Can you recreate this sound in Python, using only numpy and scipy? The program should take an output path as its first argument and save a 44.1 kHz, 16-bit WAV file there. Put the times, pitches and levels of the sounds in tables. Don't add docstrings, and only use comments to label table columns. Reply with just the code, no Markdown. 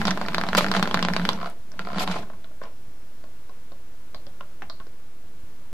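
import sys
import numpy as np
from scipy import signal
from scipy.fft import rfft, irfft, next_fast_len
from scipy.io import wavfile
from scipy.ndimage import uniform_filter1d, map_coordinates

SR = 44100
rng = np.random.default_rng(int(sys.argv[2]) if len(sys.argv) > 2 else 0)


def generate_wav(signal):
    frames = np.transpose(np.atleast_2d(signal))
    scaled = np.clip(frames, -1, 1) * 32767
    pcm = np.round(scaled).astype(np.int16)
    wavfile.write(sys.argv[1], SR, pcm)


def gain_from_db(level_db):
    decades = np.asarray(level_db, float) / 20
    return 10 ** decades


N = 252673

# (frequency [Hz], density [dB per Hz])
HISS_COLOUR = [(15, -24), (25, -0.5), (35, -9.5), (82, -8), (130, -14), (300, -17), (800, -24.5),
               (1500, -25.5), (2600, -31), (6000, -35.5), (10000, -37.5), (13500, -38.5), (15600, -36),
               (15760, -46), (15800, -120)]
# (frequency [Hz], likeness [0-1])
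HISS_ALIKE = [(30, 0.71), (130, 0.7), (640, 0.3), (1400, 0), (15000, 0)]
# (frequency [Hz], likeness [0-1])
WHEEL_ALIKE = [(40, 0.75), (160, 0.99), (700, 0.93), (1400, 0.43), (3000, 0.046), (15000, 0.034)]
# (time [s], level [dB])
EFFORT = [(0, -35.5), (.19, -42.5), (.38, -42), (.53, -41.5), (.69, -38.5), (.97, -41.5), (1.18, -40.5),
          (1.33, -39.5), (1.47, -58.5), (1.55, -88), (1.79, -53.5), (1.93, -45.5), (2.01, -40),
          (2.06, -40.5), (2.2, -42.5), (2.27, -57), (2.8, -97)]
# (frequency [Hz], width [Hz], level [dB])
FRAME = [(189, 50, 15), (232.3, 4.8, 10), (150, 17, -39), (342, 4.1, -20), (293, 8.3, 1.5)]
# (frequency [Hz], density [dB per Hz])
FLOOR = [(20, -32), (50, 23.5), (90, 20), (130, -37), (250, -38)]
# (peak time [s], peak level [dB], length [s], frequency [Hz])
SHUDDERS = [(.04, -32, 0.17, 199.6), (.095, -21, 0.074, 185), (.4, -28, 0.05, 179),
            (.575, -20.5, 0.057, 189), (.63, -18.5, 0.012, 180), (.69, -22.5, 0.08, 198),
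            (.79, -17.5, 0.043, 185), (.835, -18, 0.02, 182), (.97, -22, 0.028, 181),
            (1.05, -28, 0.13, 179.7), (1.12, -21, 0.042, 181), (1.225, -21.5, 0.09, 177.4),
            (1.33, -31.5, 0.16, 181.3), (1.45, -37.5, 0.082, 175), (1.81, -33.5, 0.028, 181),
            (1.855, -36.5, 0.038, 183), (2.02, -30, 0.063, 184), (.47, -30, 0.12, 186),
            (1.975, -22.5, 0.03, 189), (2.105, -24, 0.05, 181)]
# (frequency [Hz], width [Hz], level [dB])
LOOSE_PARTS = [(457, 220, -4), (670.4, 20.5, 9.5), (854, 56, 4.5), (1015, 37, 4.5), (1330, 200, -1.5),
               (2100, 960, -11.5)]
# (frequency [Hz], density [dB per Hz])
RUB_COLOUR = [(1500, -9), (2200, 2.5), (3000, 0), (4200, -0.5), (5200, -7), (6500, -11), (9000, -19),
              (12000, -30.5), (15000, -31)]
# (frequency [Hz], width [Hz], level [dB])
HOOKS = [(7200, 2200, 4), (8300, 250, -3), (10500, 86, 2), (10900, 140, -7), (12600, 430, -35),
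         (13200, 360, 0)]
# (time [s], length [s], wood [dB], rub [dB], hooks [dB])
SCRAPES = [(0.069, 0.036, -34, -35, -74), (0.568, 0.029, -39, -23.5, -30.5), (0.59, 0.06, -46, -29, -48),
           (0.576, 0.017, -18, -19, -44), (0.738, 0.072, -28, -32, -57), (1.397, 0.13, -42, -47.5, -62),
           (1.958, 0.038, -38, -45, -73), (1.995, 0.022, -41, -35, -47), (2.011, 0.032, -39, -33, -43),
           (2.082, 0.036, -39, -35, -62), (2.109, 0.038, -50, -34.5, -58), (2.138, 0.06, -49, -40, -77),
           (2.146, 0.023, -43, -54, -77), (2.614, 0.082, -49, -54.5, -80)]
# (time [s], peak level [dB], ring [Hz], edge level [dB], edge [Hz])
SHAFT_KNOCKS = [(.0806, -4.5, 1030, -16.5, 3740), (.174, -11, 915, -20, 2260),
                (.2134, -7.5, 1030, -22.5, 4200), (.2841, -11.5, 1350, -15.5, 2740),
                (.345, -6, 1330, -13, 3340), (.3815, -4, 950, -19, 4080), (.4366, -7.5, 1080, -24, 2300),
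                (.4873, -8, 925, -18, 4280), (.549, -0.5, 1360, -16.5, 2300), (.608, -6, 950, -20, 2300),
                (.7145, -5, 1070, -14, 3960), (.765, -10.5, 1310, -12, 3720),
                (.8265, -2.5, 1320, -13, 3330), (.8744, -11, 844, -17, 2700),
                (.9112, -12.5, 1050, -16.5, 3400), (.9428, -1.5, 1150, -15.5, 3900),
                (1.026, -7.5, 1090, -11, 3190), (1.049, -7, 955, -15.5, 2240),
                (1.1007, -20, 1030, -12, 2400), (1.1638, -3.5, 1030, -16.5, 4300),
                (1.2513, -8, 1430, -13.5, 3150), (1.2895, -3, 1120, -13, 3350),
                (1.7923, -15.5, 1410, -12, 2650), (1.9832, -12, 1110, -17, 3470),
                (2.0755, -10.5, 1030, -15.5, 3280), (2.0984, -18, 1230, -23, 3820),
                (2.113, -17, 1400, -8.5, 3620), (2.159, -15.5, 880, -26, 3560)]
# (time [s], peak level [dB], ring [Hz], edge level [dB], edge [Hz])
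FLANGE_KNOCKS = [(.0153, -8, 1520, -24, 3330), (.0524, -8, 1370, -13, 5420),
                 (.0695, -23.5, 1300, 5.5, 4700), (.0745, -31, 1340, -1, 3720),
                 (.1068, -13.5, 1570, -7.5, 5500), (.1112, -8, 1500, -18.5, 3480),
                 (.2505, -19, 1850, -32, 2220), (.2615, -18.5, 1160, -12.5, 4850),
                 (.3205, -23, 1200, -12, 3000), (.332, -20, 1140, -13, 3840), (.4124, -8, 1530, -22, 3360),
                 (.466, -15, 890, -19, 3350), (.5308, -7, 1480, -24, 3300), (.6438, -5.5, 1510, -24, 3330),
                 (.6636, -10.5, 1560, -18, 3300), (.6838, -15.5, 1860, -16, 4670),
                 (.7385, -10.5, 1290, -16.5, 4000), (.7496, -6, 1450, -25, 4460),
                 (.7953, -8, 845, -20, 3420), (.8556, -13.5, 1450, -21, 3300),
                 (.973, -7.5, 1530, -23, 3340), (.9911, -8.5, 1580, -22, 3370),
                 (1.0848, -6, 1490, -20.5, 3260), (1.1354, -9, 1640, -18.5, 4840),
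                 (1.1964, -12, 1460, -22, 3280), (1.216, -22, 1460, -15, 3270),
                 (1.331, -20.5, 1450, -8, 5220), (.7755, -16, 1400, -12, 3700)]
# (time [s], peak level [dB], wood [dB], edge [dB], edge ring [Hz])
TICKS = [(1.717, -34.5, -3, -3.5, 5400), (1.738, -36.5, 2, -20, 3000), (2.231, -34, 4.5, -24, 3530),
         (2.269, -34, -9, -20, 3000), (2.299, -25.5, -6.5, -25, 2850), (2.334, -31.5, -4, -27, 2880),
         (2.443, -35.5, -2, -3.5, 3100), (2.511, -48.5, 10, -36, 3700), (2.6155, -24, -4.5, -31, 3280),
         (2.636, -24, -6, -17.5, 4980), (2.645, -31.5, 3, -28, 3000), (2.671, -36, 0, -20, 3000),
         (2.654, -30, -14, -12.5, 2500), (3.239, -33, -3.5, -15, 4300), (3.494, -33, -7, -14, 4630),
         (3.7188, -31.5, -4, -13.5, 4300), (4.1453, -25.5, -14, -7.5, 4320), (4.267, -45, 4, -1, 3380),
         (4.266, -45.5, 7, 3, 4800), (4.408, -26.5, -7.5, -10, 2920), (4.698, -28, -0.5, -2.5, 4400),
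         (4.8, -26.5, -11, -16, 2980), (4.867, -47, 5, -1, 4770)]
# (frequency [Hz], level [dB], time to fall 60 dB [s])
WOOD = [(486, -3.5, 0.037), (621, 1.5, 0.049), (644, -22, 0.053), (820, -11, 0.029), (1030, -4.5, 0.05),
        (1190, -9, 0.04), (1450, 2, 0.028)]
# (frequency [Hz], level [dB], time to fall 60 dB [s])
EDGE = [(2250, -2, .006), (3100, -2, .006), (3900, -1, .006), (4700, -2, .005), (5800, -9, .004),
        (7800, -16, .003)]
# (frequency [Hz], density [dB per Hz])
CRACK_COLOUR = [(1200, -46), (2000, -4.5), (3000, 3), (4600, 3), (6000, -7), (7500, -12.5), (10000, -27)]
# (frequency [Hz], density [dB per Hz])
GLINT_COLOUR = [(5000, -24), (7000, 2.5), (8500, 1.5), (12000, -8), (14000, -14), (15500, -30)]
# (frequency [Hz], time to fall 60 dB [s])
ROOM = [(200, 0.85), (1000, 0.21), (4000, 0.16), (10000, 0.0053)]
# (time [s], peak level [dB], frequency [Hz], time to fall 60 dB [s])
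SHIVERS = [(0.072, -28, 3780, .08), (.571, -25, 4930, .08), (.58, -20, 3120, .05), (.583, -20, 4190, .04),
           (1.3, -55, 4260, .15), (1.994, -30.5, 3310, .05), (1.997, -34.5, 4900, 0.18),
           (4.146, -45, 4630, 0.026), (4.15, -53, 4250, 0.23), (4.267, -49, 3370, .04),
           (4.698, -42, 4700, 0.026), (4.703, -49, 4280, 0.3)]
# (time [s], peak level [dB], frequency [Hz])
ARM_RINGS = [(.578, -16.5, 598), (.579, -20.5, 1244), (2.077, -27.5, 937), (2.033, -34, 906),
             (4.628, -42, 194), (4.268, -45.5, 182), (4.407, -46, 1046), (4.802, -47, 1087),
             (2.016, -28, 724), (2.158, -28.5, 708), (2.615, -40.5, 537), (3.24, -51, 610),
             (3.494, -47, 592), (3.719, -47, 564), (4.146, -44.5, 606), (4.268, -44.5, 592),
             (4.406, -44, 1403), (4.408, -45.5, 595), (4.624, -42, 843), (4.699, -48, 1170),
             (4.804, -48, 1410), (4.868, -48, 466)]
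# (time [s], level [dB])
SLIPS = [(1.375, -25), (1.388, -23), (1.401, -20.5), (1.4131, -20), (1.4165, -21), (1.429, -18),
         (1.444, -21), (1.4589, -16), (1.472, -23), (1.489, -32), (1.85, -22.5), (1.871, -18),
         (1.887, -20.5), (1.902, -20), (1.917, -22.5), (1.931, -16.5), (1.946, -19), (1.959, -17.5),
         (1.975, -17), (1.991, -23), (2.006, -13.5), (2.02, -24), (2.034, -21), (2.084, -20), (2.101, -23),
         (2.126, -22), (2.141, -18), (2.165, -17), (2.174, -35), (2.19, -28), (2.204, -37)]
# (frequency [Hz], width [Hz], level [dB])
BAND = [(504, 220, -10), (700, 51, 1.5), (1030, 80, -1), (1330, 163, -1), (2280, 400, -14),
        (3000, 260, -12.5), (4620, 680, -13.5)]
# (time [s], peak level [dB], frequency [Hz], tail level [dB])
SNAPS = [
    (4.6211, -26, 1450, -13.5),
    (1.5, -37.5, 9400, -23),
]
# (time [s], peak level [dB], frequency [Hz])
THUMPS = [(1.599, -37, 40), (2.242, -38, 40.4), (2.883, -37.5, 42.2), (4.258, -52, 40.4), (4.16, -38, 40),
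          (4.804, -38, 40.9), (5.438, -38, 40.8), (5.699, -45, 40.4)]
# (start [s], end [s], frequency [Hz], level [dB])
SQUEAK = (2.62, 3.2, 5400, -77)
# (frequency [Hz], left minus right [dB])
CAMERA_LEAN = [(200, -1), (2400, .5), (4400, -4.5), (8000, 6), (13000, 16)]
# (from time [s], top frequency [Hz])
TOP_PITCH = [(0, 15000), (.09, 14500), (.14, 15800), (.205, 15000), (.285, 15800), (.325, 14800),
             (.36, 15000), (.555, 14000), (.567, 15300), (.61, 14000), (.67, 15000), (.72, 13500),
             (.75, 15000), (.91, 14000), (.925, 12500), (.94, 15100), (1.01, 14200), (1.03, 12000),
             (1.04, 10500), (1.052, 9300), (1.072, 12000), (1.08, 15000), (1.16, 13000), (1.175, 14500),
             (1.2, 15700), (1.25, 15000), (1.33, 15400), (1.39, 15800), (1.782, 12800), (1.79, 15300),
             (1.87, 15600), (1.93, 14000), (1.945, 12000), (1.96, 11000), (1.975, 13000), (1.99, 15200),
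             (2.062, 13200), (2.175, 15300), (2.2, 15800)]
# (from time [s], to time [s])
BUSY_SPELLS = [(0, .14), (.26, .3), (.345, .55), (.72, .87), (.9, .94), (1.01, 1.05), (1.12, 1.3),
               (1.78, 1.79), (1.92, 1.99), (2.13, 2.18)]


def unit(x):
    return x / np.sqrt(np.mean(x ** 2) + 1e-20)


def along(points, hz):
    f, v = np.transpose(points)
    return np.interp(np.log(hz + 1), np.log(f + 1), v)


def wobble(rate):
    knots = rng.standard_normal(int(N * rate / SR) + 4)
    return map_coordinates(knots, [np.arange(N) * rate / SR])


def filtered(x, response):
    m = next_fast_len(N + SR // 2)
    hz = np.fft.rfftfreq(m, 1 / SR)
    return irfft(rfft(x, m) * response(hz), m)[..., :N]


def resonances(modes):
    def response(f):
        total = 0
        for k, (centre, width, db) in enumerate(modes):
            damping = 1j * f * width
            total = total + (-1) ** k * gain_from_db(db) * damping / (centre * centre - f * f + damping)
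        return total
    return response


def coloured(response, grain_db=0, alike=WHEEL_ALIKE):
    spikes = gain_from_db(grain_db * np.minimum(rng.exponential(size=N), 5)) if grain_db else 1

    def middle_and_side(hz):
        turn = np.arccos(np.clip(along(alike, hz), -1, 1)) / 2
        return response(hz) * [np.cos(turn), np.sin(turn)]

    mid, side = filtered(spikes * rng.standard_normal((2, N)), middle_and_side)
    return unit(np.array([mid + side, mid - side]))


def fuzz(hz, t, size):
    sway = uniform_filter1d(rng.standard_normal((2, *t.shape)), size=size)
    sway = uniform_filter1d(sway, size=size // 3) * np.sqrt(size)
    return sway[0] * np.sin(2 * np.pi * hz * t) + sway[1] * np.cos(2 * np.pi * hz * t)


def background():
    level_db = -51 + .35 * wobble(3.1)
    return gain_from_db(level_db) * coloured(lambda hz: gain_from_db(along(HISS_COLOUR, hz)), alike=HISS_ALIKE)


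def frame_body(hz):
    return np.abs(resonances(FRAME)(hz)) + gain_from_db(along(FLOOR, hz) - 27)


def shudder():
    time = np.arange(3 * SR) / SR
    s, db, length, hz = np.transpose(SHUDDERS)[:, :, None]
    swell = gain_from_db(db - 1.0) * np.exp(-(2 * (time - s) / length) ** 2)
    start = rng.random(s.shape)
    hum = np.sum(swell * np.sin(2 * np.pi * (hz * (time - s) + start)), axis=0)
    return np.pad(hum, (0, N - len(time)))


def turning():
    time = np.arange(N) / SR
    effort_db = np.interp(time, *np.transpose(EFFORT), right=-120)
    rattle_power = gain_from_db(effort_db - 2.0) ** 2
    rub_power = gain_from_db(-48 + effort_db + 43.0) ** 2
    power = np.array([rattle_power, rub_power, np.zeros(N)])
    for start, length, *dbs in SCRAPES:
        u = np.clip((time - start) / length, 0, 4)
        grip = (1 - np.exp(-u * 8)) * np.exp(-u ** 3 * 2.5) * (u < 4)
        power += np.outer(gain_from_db(dbs) ** 2, grip)
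    shake = gain_from_db(2.2 * wobble(70) + .7 * wobble(22))
    rattle_gain, rub_gain, hook_gain = shake * np.sqrt(power)
    boom = gain_from_db(-39 + 0.97 * (effort_db + 44.5)) * coloured(frame_body) + shudder()
    rattle = rattle_gain * coloured(resonances(LOOSE_PARTS), grain_db=4.5)
    rub = rub_gain * coloured(lambda hz: gain_from_db(along(RUB_COLOUR, hz)), grain_db=2.5)
    hooks = hook_gain * coloured(lambda hz: resonances(HOOKS)(hz) * (hz > 6000), grain_db=1.5)
    return boom + rattle + rub + hooks


def contacts():
    rows = [(s, db, 1083, wood_db, edge_db, edge_hz) for s, db, wood_db, edge_db, edge_hz in TICKS]
    for table, table_wood_db in [(SHAFT_KNOCKS, -13), (FLANGE_KNOCKS, -26)]:
        for s, db, hz, edge_db, edge_hz in table:
            rows.append((s, db, hz, table_wood_db - (db + 10.5), edge_db, edge_hz))
    return rows


def ring(modes, t, scatter_db):
    hz, db, t60 = np.transpose(modes)[:, :, None, None]
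    count = len(modes)
    level = db + scatter_db * rng.standard_normal((count, 1, 1))
    level = level + 1.5 * rng.standard_normal((count, 2, 1))
    phase = hz / 4000 * rng.standard_normal((count, 2, 1))
    tune = 1 + 0.021 * rng.standard_normal((count, 1, 1))
    return np.sum(gain_from_db(level - 60 * t / t60) * np.sin(2 * np.pi * hz * tune * t + phase), axis=0)


def knocks(events):
    out, t = np.zeros((2, N + SR)), np.arange(SR // 14) / SR
    low, high, top, kick = np.zeros((4, N + SR))
    for s, db, main_hz, wood_db, edge_db, edge_hz in events:
        at = round((s + .0005) * SR)
        span = slice(at, at + len(t))
        lag = np.array([[0], [.00008 + .00004 * rng.standard_normal()]])
        u = np.maximum(t - lag, 0)
        rise = 1 - np.exp(-(u / .0003) ** 2)
        soft_db = max(-12 - db, 0)
        blow_t60 = 0.0042 * gain_from_db(1.18 * soft_db)
        blow = -gain_from_db(4 - 1.0 * soft_db - 60 * u / blow_t60) * np.sin(2 * np.pi * main_hz * u)
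        wood = -gain_from_db(wood_db - 10.5) * ring(WOOD, u, scatter_db=2.5)
        edge = np.zeros_like(u)
        edge[:, :500] = gain_from_db(edge_db - 3 - .4 * soft_db) * ring(EDGE, u[:, :500], scatter_db=2)
        dying = gain_from_db(-60 * u / 0.015) + gain_from_db(-22 - 60 * u / 0.09)
        shimmer = gain_from_db(edge_db - 2.0) * dying * fuzz(edge_hz, u, size=30)
        out[:, span] += gain_from_db(db) * rise * (blow + wood + edge + shimmer)

        snap = rise[0] * gain_from_db(-60 * t / .006)
        low[span] += gain_from_db(db - 20.5 - 60 * t / 0.062) ** 2
        crack = gain_from_db(4.5) * snap + gain_from_db(-12.0 - 60 * t / 0.057)
        high[span] += gain_from_db(db + edge_db - 0.96 * soft_db) ** 2 * crack ** 2
        glint = snap + gain_from_db(-18 - 60 * t / .04)
        top[span] += gain_from_db(3 * (db + edge_db) + 18) ** 2 * glint ** 2
        kick[at] = gain_from_db(db + 9.0)
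    scatter = np.sqrt(low[:N]) * coloured(resonances(LOOSE_PARTS))
    scatter += np.sqrt(high[:N]) * coloured(lambda hz: gain_from_db(along(CRACK_COLOUR, hz)))
    scatter += np.sqrt(top[:N]) * coloured(lambda hz: gain_from_db(along(GLINT_COLOUR, hz)))
    return out[:, :N] + scatter + filtered(kick[:N], resonances(FRAME))


def room(x):
    hz, t, z = signal.stft(coloured(np.ones_like)[:, :SR // 2], SR, nperseg=256)
    dying = gain_from_db(-60 * t / along(ROOM, hz)[:, None])
    tail = signal.istft(z * dying, SR, nperseg=256)[1]
    delayed = np.pad(x, ((0, 0), (120, 0)))
    return signal.fftconvolve(delayed, tail / np.linalg.norm(tail[0]), axes=1)[:, :N]


def shiver():
    out, t = np.zeros((2, N + SR)), np.arange(SR // 6) / SR
    for s, db, hz, t60 in SHIVERS:
        sound = gain_from_db(db - 60 * t / t60) * fuzz(hz, np.array([t, t]), size=54)
        out[:, round(s * SR):][:, :len(t)] += sound
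    return out[:, :N]


def arm():
    out, t = np.zeros(N + SR), np.arange(SR // 5) / SR
    for s, db, hz in ARM_RINGS:
        swing = np.sin(2 * np.pi * hz * t) + 0.81 * fuzz(hz, t, size=150)
        out[round(s * SR):][:len(t)] += gain_from_db(db - 60 * t / .085) * swing
    return out[:N]


def chatter():
    jerks = np.zeros(N)
    s, db = np.transpose(SLIPS)
    jerks[np.round(s * SR).astype(int)] = gain_from_db(db + 24.5)
    t = np.arange(SR // 200) / SR
    rough = np.convolve(jerks, gain_from_db(-60 * t / 0.015))[:N] * coloured(np.ones_like)
    return filtered(jerks + gain_from_db(-13.5) * rough, lambda hz: resonances(BAND)(hz) / (1 + 1j * hz / 3500) ** 2)


def snaps():
    out, t = np.zeros((2, N + SR)), np.arange(SR // 10) / SR
    for s, db, hz, tail_db in SNAPS:
        rise = 1 - np.exp(-(5.5 * hz * t) ** 2)
        swing = -gain_from_db(9 - 60 * t * hz / 5) * rise * np.sin(2 * np.pi * hz * t)
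        tail = gain_from_db(tail_db - 60 * t / 0.11) * fuzz(hz, np.array([t, t]), size=15)
        out[:, round(s * SR):][:, :len(t)] += gain_from_db(db) * (swing + tail)
    return out[:, :N]


def handling():
    out, t = np.zeros((2, N + SR)), np.arange(SR // 10) / SR
    for s, db, hz in THUMPS:
        push = gain_from_db(db + 15.5 - 60 * t / 0.016) * np.sin(2 * np.pi * hz * t)
        out[:, round(s * SR):][:, :len(t)] += push * gain_from_db(2.9 * rng.standard_normal((2, 1)))
    return out[:, :N]


def squeak():
    start, end, hz, db = SQUEAK
    time = np.arange(N) / SR
    fade = np.clip(np.minimum(time - start, end - time) / 0.034, 0, 1)
    level = gain_from_db(db + 2.5 * wobble(18))
    cycles = np.cumsum(hz + 70 * wobble(150)) / SR
    return fade * level * np.sin(2 * np.pi * cycles)


def scene():
    hits = knocks(contacts()) + chatter() + arm() + shiver() + snaps()
    wheel = hits + gain_from_db(-13) * room(hits) + turning() + squeak()

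    def camera_body(hz):
        sides = np.array([[.5], [-.5]])
        return gain_from_db(along(CAMERA_LEAN, hz) * sides) / (1 + (hz / 15400) ** 30)

    return filtered(wheel, camera_body) + handling() + background()


def thinned(x):
    hz, t, z = signal.stft(x, SR, nperseg=512)
    pitch = hz[:, None]
    start, top_hz = np.transpose(TOP_PITCH)
    field = uniform_filter1d(rng.standard_normal(z.shape[1:]), size=8, axis=0)
    field = unit(uniform_filter1d(field, size=3, axis=1))
    busy = sum((t > a) * (t < b) for a, b in BUSY_SPELLS)
    lost = pitch > top_hz[np.searchsorted(start, t, side="right") - 1]
    rarity = 1.05 + (14000 - pitch) / 14000
    lost |= (field > rarity) * (pitch > 5600) * (busy > 0)
    return signal.istft(z * ~lost, SR, nperseg=512)[1][:, :N]


def band_limit(x):
    return signal.sosfilt(signal.butter(12, 15720, fs=SR, output="sos"), x)


def record(dry):
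    rounded = dry / (1 + np.abs(dry / .9) ** 4) ** (1 / 4)
    mix = thinned(rounded) + .044
    return band_limit(mix)


dry = scene()
out = record(dry)
generate_wav(out)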